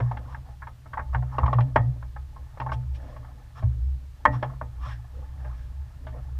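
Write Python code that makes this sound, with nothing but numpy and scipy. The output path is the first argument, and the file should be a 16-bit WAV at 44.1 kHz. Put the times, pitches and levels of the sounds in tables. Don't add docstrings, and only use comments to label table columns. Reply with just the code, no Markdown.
import sys
import numpy as np
from scipy import signal
from scipy.fft import rfft, irfft, next_fast_len
from scipy.io import wavfile
from scipy.ndimage import uniform_filter1d, map_coordinates

SR = 44100
rng = np.random.default_rng(int(sys.argv[2]) if len(sys.argv) > 2 else 0)


def generate_wav(sig):
    pcm = np.round(np.clip(np.atleast_2d(sig).T, -1, 1) * 32767).astype(np.int16)
    wavfile.write(sys.argv[1], SR, pcm)


N = 281799
TIME = np.arange(N) / SR

# t/s, level/dB, pocket f/Hz, pocket life/s, hollow, clack, spit/dB re core (before trim)
SLAPS = [(.002, -39.5, 706, 0.0021, 6.5, -1.5, -9), (.1128, -29, 854, 0.0054, -19, -21, -26),
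         (.170, -40.5, 820, 0.0045, -8, -5.5, -11.5), (.346, -40.5, 900, 0.0036, -21, 1, -29),
         (0.62, -44, 1080, 0.012, -12, 0.5, -32), (0.6703, -38.5, 912, 0.0043, -16, -8, -20),
         (.858, -51, 1300, 0.0073, -3.5, -7, -26), (.932, -36, 1116, 0.011, -14.5, -3, -21),
         (0.972, -28, 877, 0.012, -35, -11.5, -34), (.9915, -33, 1107, 0.0086, -12.5, -4, -31),
         (1.146, -27, 892, 0.0064, -13, -3, -21.5), (1.2237, -42.5, 737, 0.0076, -15, -7, -27),
         (1.383, -22.5, 1090, 0.0043, -8.5, -14.5, -21.5), (1.4328, -25, 1113, 0.0045, -12, -23, -35),
         (1.4607, -26, 963, .0034, -16.5, -17, -17), (1.479, -25, 1107, 0.0024, -13.5, -36, -33.5),
         (1.529, -23.5, 1120, 0.0054, -6, -20, -17), (1.585, -25, 1137, 0.0053, -8, -22, -25),
         (1.605, -37, 830, .006, -2.5, -11, -7), (1.7593, -15, 880, 0.0046, -0.5, -7, -20.5),
         (2.026, -47, 1080, 0.0024, -7.5, -3, -17), (2.162, -42.5, 830, 0.0062, -8.5, -2.5, -25),
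         (2.362, -46, 1067, 0.013, -13, -16, -34), (2.5737, -44, 880, 0.0015, -1, -12, -25),
         (2.6, -31.5, 875, .004, -10, -10, -11.5), (2.615, -30.5, 927, 0.0036, -14, -17, -22),
         (2.663, -30, 868, 0.0056, -10, -22, -30), (2.688, -38.5, 906, 0.014, -10, -5, -31),
         (2.718, -28.5, 1103, 0.0052, -10.5, -8.5, -19), (3.163, -46.5, 1105, .008, -4.5, -11.5, -17),
         (3.246, -49, 870, 0.0033, -19, -7, -23), (3.624, -47, 1096, 0.014, 5, -8, -16),
         (4.2529, -11, 1062, 0.0051, -24.5, -8, -24.5), (4.4263, -28.5, 832, 0.011, -0.5, -8, -14),
         (4.613, -31, 1070, 0.0037, -5, -8.5, -35), (5.444, -56, 847, 0.026, 6.5, 3.5, -9),
         (6.0669, -50.5, 1166, .017, 7, -0.5, -4)]
# t/s, level/dB, f/Hz, pole hum/dB re shove
SHOVES = [(0.013, -29.5, 104, 7), (1.166, -31, 93, 7), (1.429, -22.5, 76, 1), (1.55, -33.5, 111, 15.5),
          (1.786, -23.5, 101, 1.5), (2.601, -47, 101, 16), (2.751, -43.5, 99, 12.5),
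          (3.638, -21, 88.3, -4.5), (4.278, -34.5, 107, 3)]
# crest t/s, level/dB, half length/s, slosh f/Hz, fizz/dB re splash
SPLASHES = [(0.324, -48.5, 0.037, 1050, -19), (0.493, -54, 0.03, 795, -25),
            (1.138, -36.5, .0048, 1110, -38), (1.342, -42, 0.021, 960, -34),
            (2.736, -52.5, 0.01, 1510, 2.5), (2.958, -65, 0.01, 1610, 8), (3.088, -50.5, 0.077, 600, -19),
            (3.586, -47.5, .021, 1185, -13), (4.347, -38.5, .018, 1050, -20), (4.86, -42, .03, 1130, -14.5),
            (4.918, -47, 0.026, 1680, -10.5), (5.198, -55.5, .045, 498, -17), (5.45, -53, 0.058, 790, -21),
            (5.606, -63.5, 0.06, 1590, -5.5), (6.17, -48.5, 0.03, 635, -43)]


def amp(db):
    return 10 ** (np.asarray(db) / 20)


def unit(x):
    return x / np.sqrt(np.mean(x ** 2) + 1e-20)


def unit_burst(x):
    return x / np.sqrt(uniform_filter1d(x ** 2, 660).max() + 1e-20)


def wobble(rate_hz):
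    return map_coordinates(rng.standard_normal(N // 100), [TIME * rate_hz], mode="wrap")


def add(track, at_s, sound):
    start = max(0, round(at_s * SR))
    track[start:start + len(sound)] += sound[:N - start]


def colour(spectrum, size=8192):
    hz, db = np.transpose(spectrum)
    gain = amp(np.interp(np.log(np.fft.rfftfreq(size, 1 / SR) + 1), np.log(hz), db))
    cepstrum = irfft(np.log(gain))[:size // 2]
    cepstrum[0] /= 2
    return irfft(np.exp(rfft(2 * cepstrum, size)))


def through(x, response):
    return signal.fftconvolve(x, response)[:len(x)]


def noise(spectrum):
    return unit(through(rng.standard_normal(N), colour(spectrum)))


def hiss(level_db=-65):
    # f/Hz, level/dB
    spectrum = [(200, 4), (1000, 12), (2500, 6.5), (4000, 5), (5600, 2), (8000, -1), (11000, -3.5),
                (15000, -3.5)]
    return amp(level_db) * noise(spectrum)


def ring_down(kicks, t60_s, rise_s):
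    energy, t = np.zeros(N), np.arange(SR) / SR
    shape = (1 - np.exp(-t / rise_s)) * amp(-60 * t / t60_s)
    for at_s, db in kicks:
        add(energy, at_s, (amp(db) * shape / shape.max()) ** 2)
    return np.sqrt(energy)


def driven_mode(hz, wander_hz, rate_hz, flutter_db=3):
    phase = 2 * np.pi * np.cumsum(hz + wander_hz * wobble(rate_hz)) / SR
    return unit(np.sin(phase) * amp(flutter_db * wobble(rate_hz)))


def pole(hum_rest_db=-53, rumble_db=-43.5):
    # t/s, level/dB
    wind = [(0, -39), (.55, -40.5), (.8, -54), (1.1, -24.5), (1.27, -32), (1.95, -35), (2.36, -39),
            (2.52, -47.5), (2.8, -32.5), (3.5, -48.5), (3.88, -23), (4.13, -46), (4.92, -35.5),
            (5.08, -45.5), (5.39, -36), (5.78, -34), (5.93, -42.5), (6.39, -32)]
    wind_db = np.interp(TIME, *np.transpose(wind))
    sway_kicks = [(at_s, db - 3.5) for at_s, db, *_ in SHOVES]
    hum_kicks = [(at_s, db + hum_db) for at_s, db, _, hum_db in SHOVES]
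    hum_kicks += [(at_s, -13.5 + 0.69 * (db + hollow_db)) for at_s, db, _, _, hollow_db, _, _ in SLAPS]
    hum_kicks += [(at_s, db + 6.5) for at_s, db, *_ in SPLASHES]
    sway_gain = np.hypot(amp(wind_db), ring_down(sway_kicks, t60_s=0.94, rise_s=0.0054))
    hum_gain = np.hypot(amp(hum_rest_db), ring_down(hum_kicks, t60_s=0.58, rise_s=0.013))
    sway = sway_gain * driven_mode(hz=64.3, wander_hz=2.746, rate_hz=16)
    hum = hum_gain * driven_mode(hz=123.14, wander_hz=4.59, rate_hz=19)
    # f/Hz, level/dB
    rumble_spectrum = [(10, -22.5), (25, -4), (38, -1), (55, -1), (90, -5), (135, -6), (175, -27.5),
                       (400, -37), (1500, -91.5)]
    rumble = amp(rumble_db + 0.25 * (wind_db - wind_db.mean())) * noise(rumble_spectrum)
    return sway + hum + rumble


def hull_and_pole():
    # f/Hz, gain at resonance/dB, t60/s
    modes = [(270, 4, 0.24), (490, 10.5, 0.068), (598, 11, .16), (724, 9, 0.45), (880, 12.5, 0.24),
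             (843, 9, 0.055), (1080, 7.5, 0.03), (1235, 7.5, 0.27), (1270, 8, 0.12), (1550, 0.5, 0.14),
             (1740, 9.5, 0.033), (1837, 7.5, 0.12), (2150, 7.5, 0.029), (2374, 6, 0.041), (2738, 6.5, .05),
             (3284, 8.5, 0.094), (5400, 12, 0.0089)]
    t = np.arange(SR // 3) / SR
    response = signal.unit_impulse(len(t))
    for hz, db, t60_s in modes:
        decay = np.log(1000) / t60_s
        response += (amp(db) - 1) * 2 * decay / SR * np.exp(-decay * t) * np.cos(2 * np.pi * hz * t)
    return response


def bubbles(per_s, centre_hz, spread, cycles, size_db, glide):
    count = int(per_s * N / SR)
    t = np.arange(int(4 * SR * cycles / centre_hz)) / SR
    start = rng.integers(0, N, (count, 1))
    hz = np.clip(centre_hz * np.exp(spread * rng.standard_normal((count, 1))), 200, 9000)
    age = hz * t / cycles
    size = amp(size_db * np.minimum(rng.exponential(size=(count, 1)), 3))
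    phase = 2 * np.pi * hz * t * (1 + glide * np.minimum(age, 2))
    rings = size * age * np.exp(-3 * age) * np.sin(phase)
    return unit(np.bincount((start + np.arange(len(t))).ravel(), rings.ravel(), N)[:N])


def water(spectrum, body, swarm, swarm_db):
    source = rng.standard_normal(N) + amp(swarm_db) * swarm
    return unit(through(through(source, colour(spectrum)), body))


def wake(body, foam_db=-5, slosh_db=-2.5, deep_hz=580):
    # t/s, level/dB
    strength = [(0.0, -45.5), (0.67, -71.5), (0.91, -60), (1.07, -62.5), (1.21, -63), (1.46, -45.5),
                (1.89, -59.5), (2.17, -64.5), (2.46, -61), (2.63, -60.5), (3.26, -57.5), (3.92, -69.5),
                (4.22, -63.5), (4.45, -48.5), (4.63, -62.5), (4.88, -60), (5.91, -63), (6.39, -60.5)]
    # f/Hz, level/dB
    gurgle_spectrum = [(100, -35.5), (170, -3), (270, 2), (380, -16.5), (600, -13.5), (800, -21.5),
                       (1300, -49), (4000, -71.5)]
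    wash_spectrum = [(350, -45.5), (650, 2.5), (950, -1.5), (1400, -2.5), (1850, -4.5), (2300, -18.5),
                     (3500, -27), (6000, -29.5), (14000, -41)]
    fizz_spectrum = [(1200, -22.5), (2200, 1.5), (3400, 3.5), (4600, -6), (5500, -7), (6400, -10.5),
                     (9000, -16.5), (14000, -28)]
    wake_db = np.interp(TIME, *np.transpose(strength))
    foam, spray, slosh, stir = np.zeros((4, N))
    t = np.arange(SR // 2) / SR
    for crest_s, db, half_s, hz, fizz_db in SPLASHES:
        lead_s = 3 * half_s
        start_s = crest_s - lead_s
        swell = amp(db) * np.exp(-0.5 * ((t - lead_s) / half_s) ** 2)
        add(foam, start_s, swell * amp(foam_db))
        add(spray, start_s, swell * amp(fizz_db))
        cloud_band = signal.butter(2, [hz - hz / 9, hz + hz / 9], "band", fs=SR, output="sos")
        cloud = unit(signal.sosfilt(cloud_band, rng.standard_normal(len(t))))
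        add(slosh, start_s, swell * amp(slosh_db) * cloud)
        add(stir, start_s, swell * amp(-1) * min(1, deep_hz / hz) ** 4)
    large = bubbles(per_s=220, centre_hz=564, spread=0.25, cycles=5.8, size_db=4, glide=0.027)
    gurgle = water(gurgle_spectrum, body, large, swarm_db=-15.5)
    medium = bubbles(per_s=280, centre_hz=1217, spread=0.45, cycles=9.7, size_db=5, glide=0.12)
    wash = water(wash_spectrum, body, medium, swarm_db=-9.5)
    fine = bubbles(per_s=2700, centre_hz=4500, spread=0.36, cycles=3, size_db=15, glide=0.03)
    fizz = water(fizz_spectrum, body, fine, swarm_db=-24)
    gurgle_gain = amp(wake_db - 3 + 4.5 * wobble(rate_hz=10))
    wash_gain = amp(wake_db - 4 + 3 * wobble(rate_hz=14))
    return np.hypot(gurgle_gain, stir) * gurgle + np.hypot(wash_gain, foam) * wash + slosh + spray * fizz


def shoves(swell_s=0.008, thud_db=-19, thud_t60_s=0.2):
    # f/Hz, level/dB
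    thud_spectrum = [(70, -21.5), (170, 4), (250, 0), (420, -25), (1500, -72)]
    out, t = np.zeros(N), np.arange(SR // 3) / SR
    dull = colour(thud_spectrum)
    for at_s, db, hz, _ in SHOVES:
        push = unit_burst(t ** 2 * np.exp(-t / swell_s) * np.sin(2 * np.pi * hz * t))
        thud = unit_burst(through(amp(-60 * t / thud_t60_s) * rng.standard_normal(len(t)), dull))
        add(out, at_s - swell_s, amp(db) * (push + amp(thud_db) * thud))
    return out


def slaps(body, lead_s=0.00045, attack_s=0.0013, boom_db=-17, boom_rise_s=0.01, boom_t60_s=0.19,
          violent_db=-15, overload_db=-6):
    # f/Hz, level/dB
    knock_spectrum = [(120, -16.5), (280, -3.5), (390, -9.5), (530, -6.5), (950, 9), (1350, 0.5),
                      (1800, -9), (2300, -16.5), (3200, -20), (4200, -31.5), (6000, -47.5), (9000, -59.5),
                      (15000, -75)]
    boom_spectrum = [(100, -28.5), (190, 7.5), (270, 5.5), (380, -11.5), (550, 2.5), (800, 3), (1200, -19),
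                     (2000, -18.5), (5000, -54)]
    edges_hz = [170, 700, 1400, 2300, 15500]
    # level/dB, t60/s
    after_knocks = [(-5.4, 0.13), (-4, 0.094), (-4, 0.082), (-1, 0.072)]
    # f/Hz, level/dB re a slap at violent_db, t60/s
    pole_modes = [(249, -28, 0.45), (283.6, -25, 0.48), (597, -20.5, 0.21), (1798, -14, 0.13),
                  (1888, -19, 0.12), (1900, -16.5, 0.18), (2185, -17.5, 0.057), (3207, -18.5, 0.041)]
    out, t = np.zeros(N), np.arange(SR // 4) / SR
    tone = lambda hz: np.sin(2 * np.pi * hz * t)
    rise = (1 - np.exp(-t / attack_s)) ** 2
    direct = colour(knock_spectrum)
    hull = through(body, direct)
    bands = [signal.butter(3, pair, "band", fs=SR, output="sos") for pair in zip(edges_hz, edges_hz[1:])]
    paths = [signal.sosfilt(band, route) for band, route in zip(bands, [direct, hull, hull, hull])]
    tails = [rise * amp(db - 60 * t / t60_s) for db, t60_s in after_knocks]
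    panels = through(body, colour(boom_spectrum))
    boom_shape = (1 - np.exp(-t / boom_rise_s)) * amp(-60 * t / boom_t60_s)
    for at_s, db, hz, life_s, hollow_db, clack_db, spit_db in SLAPS:
        small_hz = 1583 * np.exp(0.04 * rng.standard_normal())
        push = rise * np.exp(-t / life_s)
        push /= push.max()
        forces = [np.hypot(push, tail) * rng.standard_normal(len(t)) for tail in tails]
        hollow, core, clack, spit = [unit_burst(through(f, path)) for f, path in zip(forces, paths)]
        main_pocket = unit_burst(push * (tone(hz) + amp(-10) * tone(0.89 * hz)))
        large_pocket = unit_burst(push * tone(0.72 * min(hz, 880)))
        small_pocket = unit_burst(push * tone(small_hz))
        core = unit_burst(amp(-4) * core + main_pocket)
        hollow = unit_burst(hollow + amp(2) * large_pocket)
        clack = unit_burst(clack + amp(-3) * small_pocket)
        knock = core + amp(hollow_db + 1.5) * hollow
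        knock += amp(clack_db + 0.5) * clack + amp(spit_db + 2.5) * spit
        boom = amp(boom_db) * unit_burst(through(boom_shape * rng.standard_normal(len(t)), panels))
        ring = rise * sum(amp(mode_db + rng.normal(0, 0.4) - 60 * t / t60_s) * tone(mode_hz)
                          for mode_hz, mode_db, t60_s in pole_modes)
        add(out, at_s - lead_s, amp(db) * (knock + boom + amp(db - violent_db) * ring))
        click = amp(3 * (db - overload_db)) * np.hanning(7) / 2
        add(out, at_s + 2 * attack_s, click)
    return out


def scene():
    body = hull_and_pole()
    return (slaps(body) + shoves() + pole() + wake(body) + hiss())[None]


def record(dry):
    full_scale, top_hz = 0.9, 15200
    clipped = np.clip(dry, -full_scale, full_scale)
    size = next_fast_len(N + SR // 4)
    passband = np.fft.rfftfreq(size, 1 / SR) < top_hz
    return irfft(rfft(clipped, size) * passband, size)[:, :N]


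dry = scene()
out = record(dry)
generate_wav(out)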